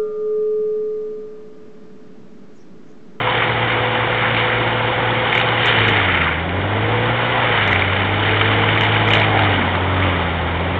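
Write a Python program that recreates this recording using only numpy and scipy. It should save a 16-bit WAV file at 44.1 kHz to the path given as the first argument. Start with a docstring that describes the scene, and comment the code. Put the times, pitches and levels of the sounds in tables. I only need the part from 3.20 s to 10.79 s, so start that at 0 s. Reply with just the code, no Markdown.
"""A tracked forestry mulcher grinding brush, heard from some way off across an open field.
Its teeth shred wood in a dense crackle with single sharp cracks; loose pieces clatter and thick
stems groan under the hood. Behind that the six-cylinder diesel drones and sags as the rotor bites,
and the cooling fan, geared to the crank, sings along. One microphone, narrow-band: above about
4 kHz are a trace of hiss and brief ticks and fizz of recorder distortion at the loudest cracks."""
import sys
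import numpy as np
from scipy import signal
from scipy.fft import rfft, irfft
from scipy.io import wavfile

SR = 44100
rng = np.random.default_rng(int(sys.argv[2]) if len(sys.argv) > 2 else 0)


def dump_mix(stems):
    """Bounce the given channels to the path in sys.argv[1] as a 16-bit WAV at rate SR."""
    frames = np.atleast_2d(stems).T  # one column per channel
    limited = np.clip(frames, -1, 1)  # hard clip at full scale
    pcm = np.round(limited * 32767).astype(np.int16)
    wavfile.write(sys.argv[1], SR, pcm)


N = 334719
TIME = np.arange(N) / SR
LOUD_DRONE_DB = -19.5   # reference level of the low drone

# Wood cracking against the teeth. Each row: start in seconds, level in dB, ring of the stem in Hz,
# level of the recorder's treble distortion in dB.
STEM_CRACKS = [(0.5005, -15, 1510, -80), (1.1466, -10, 1960, -78), (1.166, -8.5, 2150, -79),
               (1.174, -13, 2900, -80), (1.1998, -9, 2850, -80), (1.4738, -12, 1560, -80),
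               (1.8617, -15, 1460, -82), (2.127, -5, 2130, -50), (2.1507, -7, 2260, -41),
               (2.177, -3, 2260, -39), (2.1915, -13, 2630, -51), (2.212, -7, 1990, -76),
               (2.2865, -9.5, 3020, -77), (2.3787, -10, 1980, -79), (2.4571, -8, 2150, -34.5),
               (2.4655, -17, 3000, -47), (2.4818, -8, 3060, -56), (2.5005, -6, 2000, -64),
               (2.525, -7.5, 1900, -71), (2.586, -5, 1900, -77), (2.6046, -10, 1950, -71),
               (2.6145, -10, 3220, -66), (2.65, -7, 2240, -59.5), (2.68, -10, 2200, -43),
               (2.689, -8, 2000, -42.5), (2.92, -13.5, 3420, -74), (2.973, -11, 2070, -74),
               (3.015, -19, 2110, -80), (3.2913, -16, 1510, -87), (4.476, -9, 2050, -44),
               (4.51, -16, 2100, -47), (4.518, -17, 2100, -47), (4.5286, -5, 2030, -44),
               (4.5595, -5.5, 2180, -69), (4.5929, -9, 2070, -83.5), (4.621, -5, 2300, -84.5),
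               (4.8164, -10.5, 2180, -86), (5.0927, -8.5, 2500, -87), (5.2113, -5.5, 3060, -68),
               (5.2152, -6, 1400, -72), (5.4884, -7, 2110, -73), (5.574, -7, 2180, -55),
               (5.608, -10, 2286, -41), (5.618, -11, 2300, -48), (5.6336, -9, 1830, -44),
               (5.651, -10, 2220, -55), (5.748, -10, 2400, -55), (5.7655, -8, 2240, -61),
               (5.8767, -8.5, 1980, -45), (5.887, -14, 2200, -43), (5.9043, -6, 2240, -42),
               (5.9342, 0, 2900, -33), (5.9433, -15, 3680, -48), (5.952, -5, 2280, -51),
               (5.9707, -6, 2310, -46), (5.998, -10, 2800, -46), (6.017, -10, 3020, -61),
               (6.0303, -9, 2350, -58), (6.174, -11, 2000, -72), (6.191, -5, 1390, -77),
               (6.221, -10, 2300, -72), (6.312, -18, 2210, -80), (6.551, -8.5, 1200, -83)]


def from_db(db):
    """Decibels to gain."""
    return 10 ** (np.asarray(db) / 20)


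def rms_one(x):
    """Scale to an rms of 1."""
    return x / np.sqrt(np.mean(x ** 2) + 1e-20)


def in_time(rows):
    """Join rows of (seconds, value) into a curve with a value for every sample."""
    return np.interp(TIME, *np.transpose(rows))


def drift(rate):
    """A smooth random wander of spread 1 that changes about `rate` times a second."""
    step, settle = 40, 2000
    pole = np.exp(-2 * np.pi * step * rate / SR)
    noise = rng.standard_normal(N // step + settle + 2)
    slow = signal.lfilter([1], [1, -2 * pole, pole * pole], noise)[settle:]
    return np.interp(np.arange(N) / step, np.arange(len(slow)), rms_one(slow))


def coloured(x, spectrum, size=8192):
    """Give a signal a spectrum through a causal (minimum-phase) filter; rms 1."""
    hz, db = np.transpose(spectrum)
    grid = np.maximum(np.arange(size // 2 + 1) * SR / size, 1)
    gain = from_db(np.interp(np.log(grid), np.log(hz), db))
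    cepstrum = irfft(np.log(gain))[:size // 2]
    cepstrum[1:] *= 2
    impulse = irfft(np.exp(rfft(cepstrum, size)))
    return rms_one(signal.fftconvolve(x, impulse)[:N])


def ring(clicks, hz, t60):
    """A unit click sets a sine of height 1 ringing; it falls 60 dB in t60 seconds."""
    r, w = from_db(-60 / (t60 * SR)), 2 * np.pi * hz / SR
    return signal.lfilter([0, np.sin(w)], [1, -2 * r * np.cos(w), r * r], clicks + 1e-18)


def ground_dip(x, hz=2610, width_hz=260, depth=0.58):
    """Sound off the ground meets the direct sound at the microphone and hollows out one treble band."""
    return x - depth * signal.lfilter(*signal.iirpeak(hz, hz / width_hz, fs=SR), x)


def narrow_band(x, edge_hz=3798, rate_hz=8000, smoothing_hz=3880, ceiling=.6):
    """The recorder's telephone-wide band: highest peaks flattened, top mirrored faintly past the edge."""
    band = signal.sosfilt(signal.butter(30, edge_hz, fs=SR, output="sos"), x)
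    mirrored = np.clip(band, -ceiling, ceiling) * (1 + 2 * np.cos(2 * np.pi * rate_hz * TIME))
    smoothing = signal.firwin(115, smoothing_hz, window=("kaiser", 6), fs=SR)
    return signal.fftconvolve(mirrored, smoothing, "same")


def distortion(delay_s=0.0018, tick_s=0.00054, fizz_db=-10, fade_s=.016, tone_hz=6000, tone_t60=0.00096):
    """Brief treble ticks and fizz of recorder distortion at the loudest cracks."""
    out, t = np.zeros(N), TIME[:SR // 10]
    ragged = rms_one(from_db(-drift(200)))
    treble = signal.butter(8, [4300, 8000], "band", fs=SR, output="sos")
    for start, _, _, db in STEM_CRACKS:
        span = slice(int(start * SR), int(start * SR) + len(t))
        hz = tone_hz * (1 + 0.12 * rng.uniform(-1, 1))
        tinted = ring(rng.standard_normal(2 * len(t)), hz, tone_t60)
        hiss = rms_one(signal.sosfilt(treble, tinted)[len(t):])
        tick = np.exp(-((t - delay_s) / tick_s) ** 2)
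        fizz = from_db(fizz_db) * np.minimum(t / delay_s, 1) * np.exp(-t / fade_s) * ragged[span]
        out[span] += from_db(db) * (tick + fizz) * hiss
    return out


def faint_hiss(work_db, hiss_db=-77, follows=0.62, flicker_db=2.5):
    """A faint hiss above the main band rises with the work."""
    # Colour of the hiss. Each row: frequency in Hz, relative level in dB.
    spectrum = [(3000, -9.5), (4600, -2), (5300, 3), (6200, -5.5), (9000, -4), (11500, -1.5), (13800, 2.5),
                (15500, 0.5)]
    level_db = hiss_db + follows * (work_db - np.mean(work_db)) + flicker_db * drift(40)
    return from_db(level_db) * coloured(rng.standard_normal(N), spectrum)


def rumble(drone_db, level_db=-27.0, follows=0.22):
    """Low rush of exhaust gas, rotor and tracks, swelling a little with the drone."""
    # Colour of the rush. Each row: frequency in Hz, relative level in dB.
    spectrum = [(20, -25), (45, -7), (70, -4.5), (110, -0.5), (150, 2), (190, -4), (225, -11.5),
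                (290, -4.5), (400, -3), (520, -2.5), (800, -15), (2000, -41.5)]
    gain = from_db(level_db + follows * (drone_db - LOUD_DRONE_DB))
    return gain * coloured(rng.standard_normal(N), spectrum)


def roar(firings, rotor_octaves, base_db=-19.0, db_per_octave=12, throb_db=0.5, flutter_db=0.62):
    """Combustion clatter swells with every firing and rings in the engine housing."""
    # Resonances of the housing. Each row: frequency in Hz, relative level in dB.
    housing = [(150, -34.5), (350, -9.5), (480, -5.5), (600, -7), (720, -3), (850, 0.2), (1020, -4),
               (1230, -6.5), (1430, -4.5), (1700, -9.5), (2000, -5.5), (4000, -16.5)]
    approach_db = 0.3945 * TIME   # the machine creeps towards the microphone
    level_db = base_db + db_per_octave * rotor_octaves + approach_db
    beat = from_db(throb_db * np.cos(2 * np.pi * firings) + flutter_db * drift(26))
    return from_db(level_db) * coloured(rng.standard_normal(N) * beat, housing)


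def fan(firings, strain, cycles_per_firing=13 / 3, waver_db=1.0, shake=0.13):
    """The blade tone flutters in the turbulent intake air and turns rough when the engine labours."""
    # The blade tone, sinking away under heavy work. Each row: time in seconds, level in dB.
    levels = [(0, -28.5), (2.45, -28), (2.78, -27), (2.95, -49), (3.45, -39.5), (3.7, -26), (3.95, -30.5),
              (4.3, -28), (4.55, -35), (4.85, -40), (5.1, -27.5), (5.5, -28.5), (5.7, -33), (6.2, -33),
              (6.5, -40)]
    cycles = cycles_per_firing * firings + .018 * drift(10) + shake * strain * drift(25)
    gain = from_db(in_time(levels) + waver_db * drift(3.7))
    return np.sqrt(2) * gain * np.sin(2 * np.pi * cycles)


def exhaust(firing_hz, firings, drone_db, strain, waver_db=0.5, overtone_waver_db=1.5, smother_db=0.7):
    """Tones on the firing rate glide through the pipe's resonances; strain roughens and dulls them."""
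    # Exhaust tones; unequal cylinders add the fractions. Each row: multiple of the firing rate,
    # level in dB against the loud drone, factor by which it follows the drone's swings.
    orders = [(1 / 2, -23, 0.87), (1, 0, 0.96), (3 / 2, -17, 1.5), (2, -9.5, 0.83), (5 / 2, -15, 1.5),
              (8 / 3, -21.5, 1), (3, -11.5, 0.91), (7 / 2, -19.5, 0.44), (4, -16.5, 0.73),
              (9 / 2, -24, 0.97), (5, -28, 1), (11 / 2, -23, 0.79), (6, -18, 1), (13 / 2, -15.5, 0.7),
              (15 / 2, -22.5, 0.82), (7.7, -15, 1)]
    # Resonances of the exhaust pipe. Each row: frequency in Hz, gain in dB.
    pipe = [(50, 3), (80, 0.5), (125, -1), (170, 3.5), (205, -3.5), (232, -1), (280, 2), (315, 0.5),
            (350, -1.5), (400, -2.5), (560, 4.5), (900, -9)]
    out = 0
    uneven = firings + .004 * drift(14)
    for order, db, follows in orders:
        swell_db = LOUD_DRONE_DB + follows * (drone_db - LOUD_DRONE_DB)
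        waver = (waver_db if order == 1 else overtone_waver_db) * drift(5)
        pipe_db = np.interp(order * firing_hz, *np.transpose(pipe))
        smothered = smother_db * strain * max(order - 3, 0)
        gain = from_db(db + swell_db + pipe_db + waver - smothered)
        rough = .05 * np.clip(order - 1.5, 0, 2.5) * strain * drift(22)
        out += gain * np.sin(2 * np.pi * (order * uneven + rough + rng.random()))
    return np.sqrt(2) * out


def groans(width=.055, wander=.03):
    """Each rub swells and fades in one resonance, whose pitch wanders as the stem shifts."""
    # Thick stems dragging under the hood. Each row: middle in seconds, length in seconds,
    # pitch in Hz, level in dB.
    drags = [(0.09, 0.09, 971, -21), (5.985, 0.17, 659, -24.5), (5.794, 1.2, 816, -31),
             (6.192, 0.32, 757, -23.5), (6.412, 0.18, 237.7, -26.5), (6.8, 0.59, 1227, -29)]
    out = 0
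    for middle, length, hz, db in drags:
        swell = np.cos(np.pi * np.clip((TIME - middle) / length, -.5, .5))
        phase = 2 * np.pi * np.cumsum(hz * (1 + wander * drift(5))) / SR
        rub = drift(width * hz * 2) * np.cos(phase) + drift(width * hz * 2) * np.sin(phase)
        out += from_db(db) * swell * rub
    return out


def clatter(chew_db, knocks_per_s=55, offset_db=-9.0, spread_db=5.5, ring_cycles=32, pieces=24):
    """Loose pieces of wood knock together at random, each ringing briefly at a pitch of its own."""
    at = rng.integers(0, N, int(knocks_per_s * N / SR))
    sizes = from_db(rng.uniform(-spread_db, spread_db, len(at)))
    piece = rng.integers(0, pieces, len(at))
    rings = 0
    for k, hz in enumerate(np.geomspace(1000, 3400, pieces)):
        knocks = np.bincount(at, sizes * (piece == k), N)
        rings += ring(knocks, hz, ring_cycles / hz)
    return from_db(chew_db + offset_db) * rms_one(rings)


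def cracks(splinter=0.16, splinter_s=0.0013, stem_db=7, stem_t60=0.0105, snap_s=.003, crest=1.7):
    """A stem breaks with a snap and a short splintering that ring both the stem and the rotor hood."""
    # Modes of the hood. Each row: frequency in Hz, relative level in dB, seconds to fall 60 dB.
    hood_modes = [(655, -12.5, 0.029), (860, -10, 0.013), (1188, -15.5, 0.022), (1510, -16, 0.028),
                  (1980, 5.5, 0.0025), (2384, 10.5, 0.0047), (2900, -2.5, 0.008), (3820, -1.5, 0.011)]
    out, t = np.zeros(N), TIME[:SR // 20]
    for start, level_db, stem_hz, _ in STEM_CRACKS:
        force = (t == 0) + splinter * rng.standard_normal(len(t)) * np.exp(-t / splinter_s)
        hood = sum(ring(force, hz, t60) * from_db(db + 2 * rng.standard_normal()) * (-1) ** k
                   for k, (hz, db, t60) in enumerate(hood_modes))
        blow = from_db(stem_db) * ring(force, stem_hz, stem_t60) - hood
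        rough_peak = crest * np.std(blow[t < snap_s])
        at = int(start * SR)
        out[at:at + len(t)] += from_db(level_db) * blow / rough_peak
    return out


def wood_feed(rotor_octaves, litter_chew_db=-24.5, litter_chips_db=-30, db_per_octave=12.5, ramp_s=.19):
    """Chewing and chip levels in dB: litter follows the rotor's speed; bites swell, hold and fade."""
    # The rotor bites into brush. Each row: start in seconds, length in seconds, chewing of wood in dB,
    # spray of chips in dB.
    bites = [(0.0, 0.12, -24.5, -29), (0.152, 0.07, -18, -27.5), (0.362, 0.14, -24, -32),
             (0.861, 0.19, -21.3, -34), (1.107, 0.08, -26.5, -26), (1.201, 0.12, -23.5, -34.5),
             (1.976, 0.19, -24.5, -26), (2.311, 0.18, -18.5, -22.5), (2.486, 0.37, -20, -28.5),
             (2.802, 0.21, -18, -30.5), (4.114, 0.69, -22.5, -30), (4.86, 0.63, -22, -28),
             (5.43, 0.35, -25, -26.5), (5.8, 0.16, -20.5, -24.5), (6.049, 0.28, -23.5, -29.5),
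             (6.655, 0.21, -24, -31)]
    flow_db = db_per_octave * rotor_octaves
    chew_power = from_db(litter_chew_db + flow_db) ** 2
    chips_power = from_db(litter_chips_db + flow_db) ** 2
    for start, length, chew_db, chips_db in bites:
        ramp = min(ramp_s, length)
        attack = np.clip((TIME - start) / ramp, 0, 1)
        release = np.exp(-np.maximum(TIME - start - length, 0) / ramp)
        chew_power += (from_db(chew_db) * attack * release) ** 2
        chips_power += (from_db(chips_db) * attack * release) ** 2
    return 10 * np.log10(chew_power), 10 * np.log10(chips_power)


def crackle(level_db, spectrum, snaps_per_s, size_db, hiss):
    """Tiny snaps of uneven size, more of them when the work is harder, over a blur of finer ones."""
    born = rng.random(N) < snaps_per_s * from_db(level_db - np.mean(level_db)) / SR
    sizes = from_db(size_db * np.minimum(rng.exponential(1, N), 3.2))
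    snaps = rms_one(born * sizes * rng.choice([-1, 1], N))
    return from_db(level_db) * coloured(snaps + hiss * rng.standard_normal(N), spectrum)


def shredding(firings, chew_db, chips_db, turns_per_firing=.345, turn_db=1.53, clumps_per_s=130):
    """Fibres tear and chips fly in brief clumps and uneven surges, hardest once per rotor turn."""
    # Colours of tearing fibres and of flying chips. Each row: frequency in Hz, relative level in dB.
    chew_spectrum = [(400, -22.5), (900, -24), (1250, -5), (1500, -1.5), (1800, -0.5), (2250, 1.5),
                     (2450, -2.5), (2700, -5), (3200, -21), (4400, -30)]
    chips_spectrum = [(1500, -26), (2400, -15.5), (2750, 0), (3020, 7), (3250, -3), (3650, 1), (4400, -11)]
    surge_db = turn_db * np.cos(2 * np.pi * turns_per_firing * firings) + 0.5 * drift(33)
    chewing = crackle(chew_db - 2.0, chew_spectrum, snaps_per_s=2600, size_db=3.5, hiss=0.39)
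    chips = crackle(chips_db + 1.5, chips_spectrum, snaps_per_s=2400, size_db=3.0, hiss=0.11)
    chew_clumps = rms_one(from_db(surge_db + drift(clumps_per_s)))
    chips_clumps = rms_one(from_db(surge_db + 1.5 * drift(clumps_per_s)))
    return chewing * chew_clumps + chips * chips_clumps


def scene(free_firing_hz=116, full_strain_sag_hz=15, rotor_lag_s=.15):
    """The mulcher from across the field: engine speed drives diesel and rotor; bites feed shredding."""
    # Engine speed, sagging where the rotor bites deep. Each row: time in seconds, firings per second.
    speed = [(0.0, 116.1), (1.35, 115.2), (1.98, 116.9), (2.47, 116.0), (2.73, 104.7), (3.03, 83.5),
             (3.15, 80.8), (3.63, 107.3), (3.89, 116.6), (4.09, 119.1), (4.25, 117.0), (4.5, 96.3),
             (4.62, 93.7), (5.02, 101.4), (5.38, 105.9), (5.79, 107.2), (6.2, 103.7), (6.45, 90.2),
             (6.82, 93.6), (7.04, 85.5), (7.29, 83.2), (7.59, 90.7)]
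    # Loudness of the low drone, with two brief dips. Each row: time in seconds, level in dB.
    drone_levels = [(0.0, -29.5), (0.23, -28.5), (0.36, -26.5), (1.24, -26), (1.31, -32), (1.33, -26),
                    (1.67, -25), (1.73, -30.5), (1.92, -24.5), (2.16, -29), (2.24, -25.5), (2.43, -27.5),
                    (2.64, -21.5), (3.21, -29), (3.4, -22.5), (3.93, -22.5), (3.97, -26.5), (4.42, -25),
                    (4.46, -24), (5.03, -22.5), (5.35, -21), (5.96, -20), (6.28, -19), (6.41, -25),
                    (6.89, -19.5), (7.04, -25), (7.48, -25), (7.59, -23.5)]
    firing_hz, drone_db = in_time(speed), in_time(drone_levels)
    firings = np.cumsum(firing_hz) / SR
    strain = np.clip((free_firing_hz - firing_hz) / full_strain_sag_hz, 0, 1)
    lagged_hz = np.interp(TIME - rotor_lag_s, TIME, firing_hz)   # the heavy rotor trails the engine
    rotor_octaves = np.log2(lagged_hz / free_firing_hz)
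    chew_db, chips_db = wood_feed(rotor_octaves)
    tones = exhaust(firing_hz, firings, drone_db, strain) + fan(firings, strain)
    diesel = tones + rumble(drone_db) + roar(firings, rotor_octaves)
    wood = shredding(firings, chew_db, chips_db) + clatter(chew_db) + cracks() + groans()
    return (narrow_band(ground_dip(diesel + wood)) + distortion() + faint_hiss(chips_db))[None]


def record(dry):
    """The microphone's signal is cut steeply above 15.7 kHz."""
    return signal.sosfilt(signal.ellip(8, .1, 60, 15700, fs=SR, output="sos"), dry)


dry = scene()
out = record(dry)
dump_mix(out)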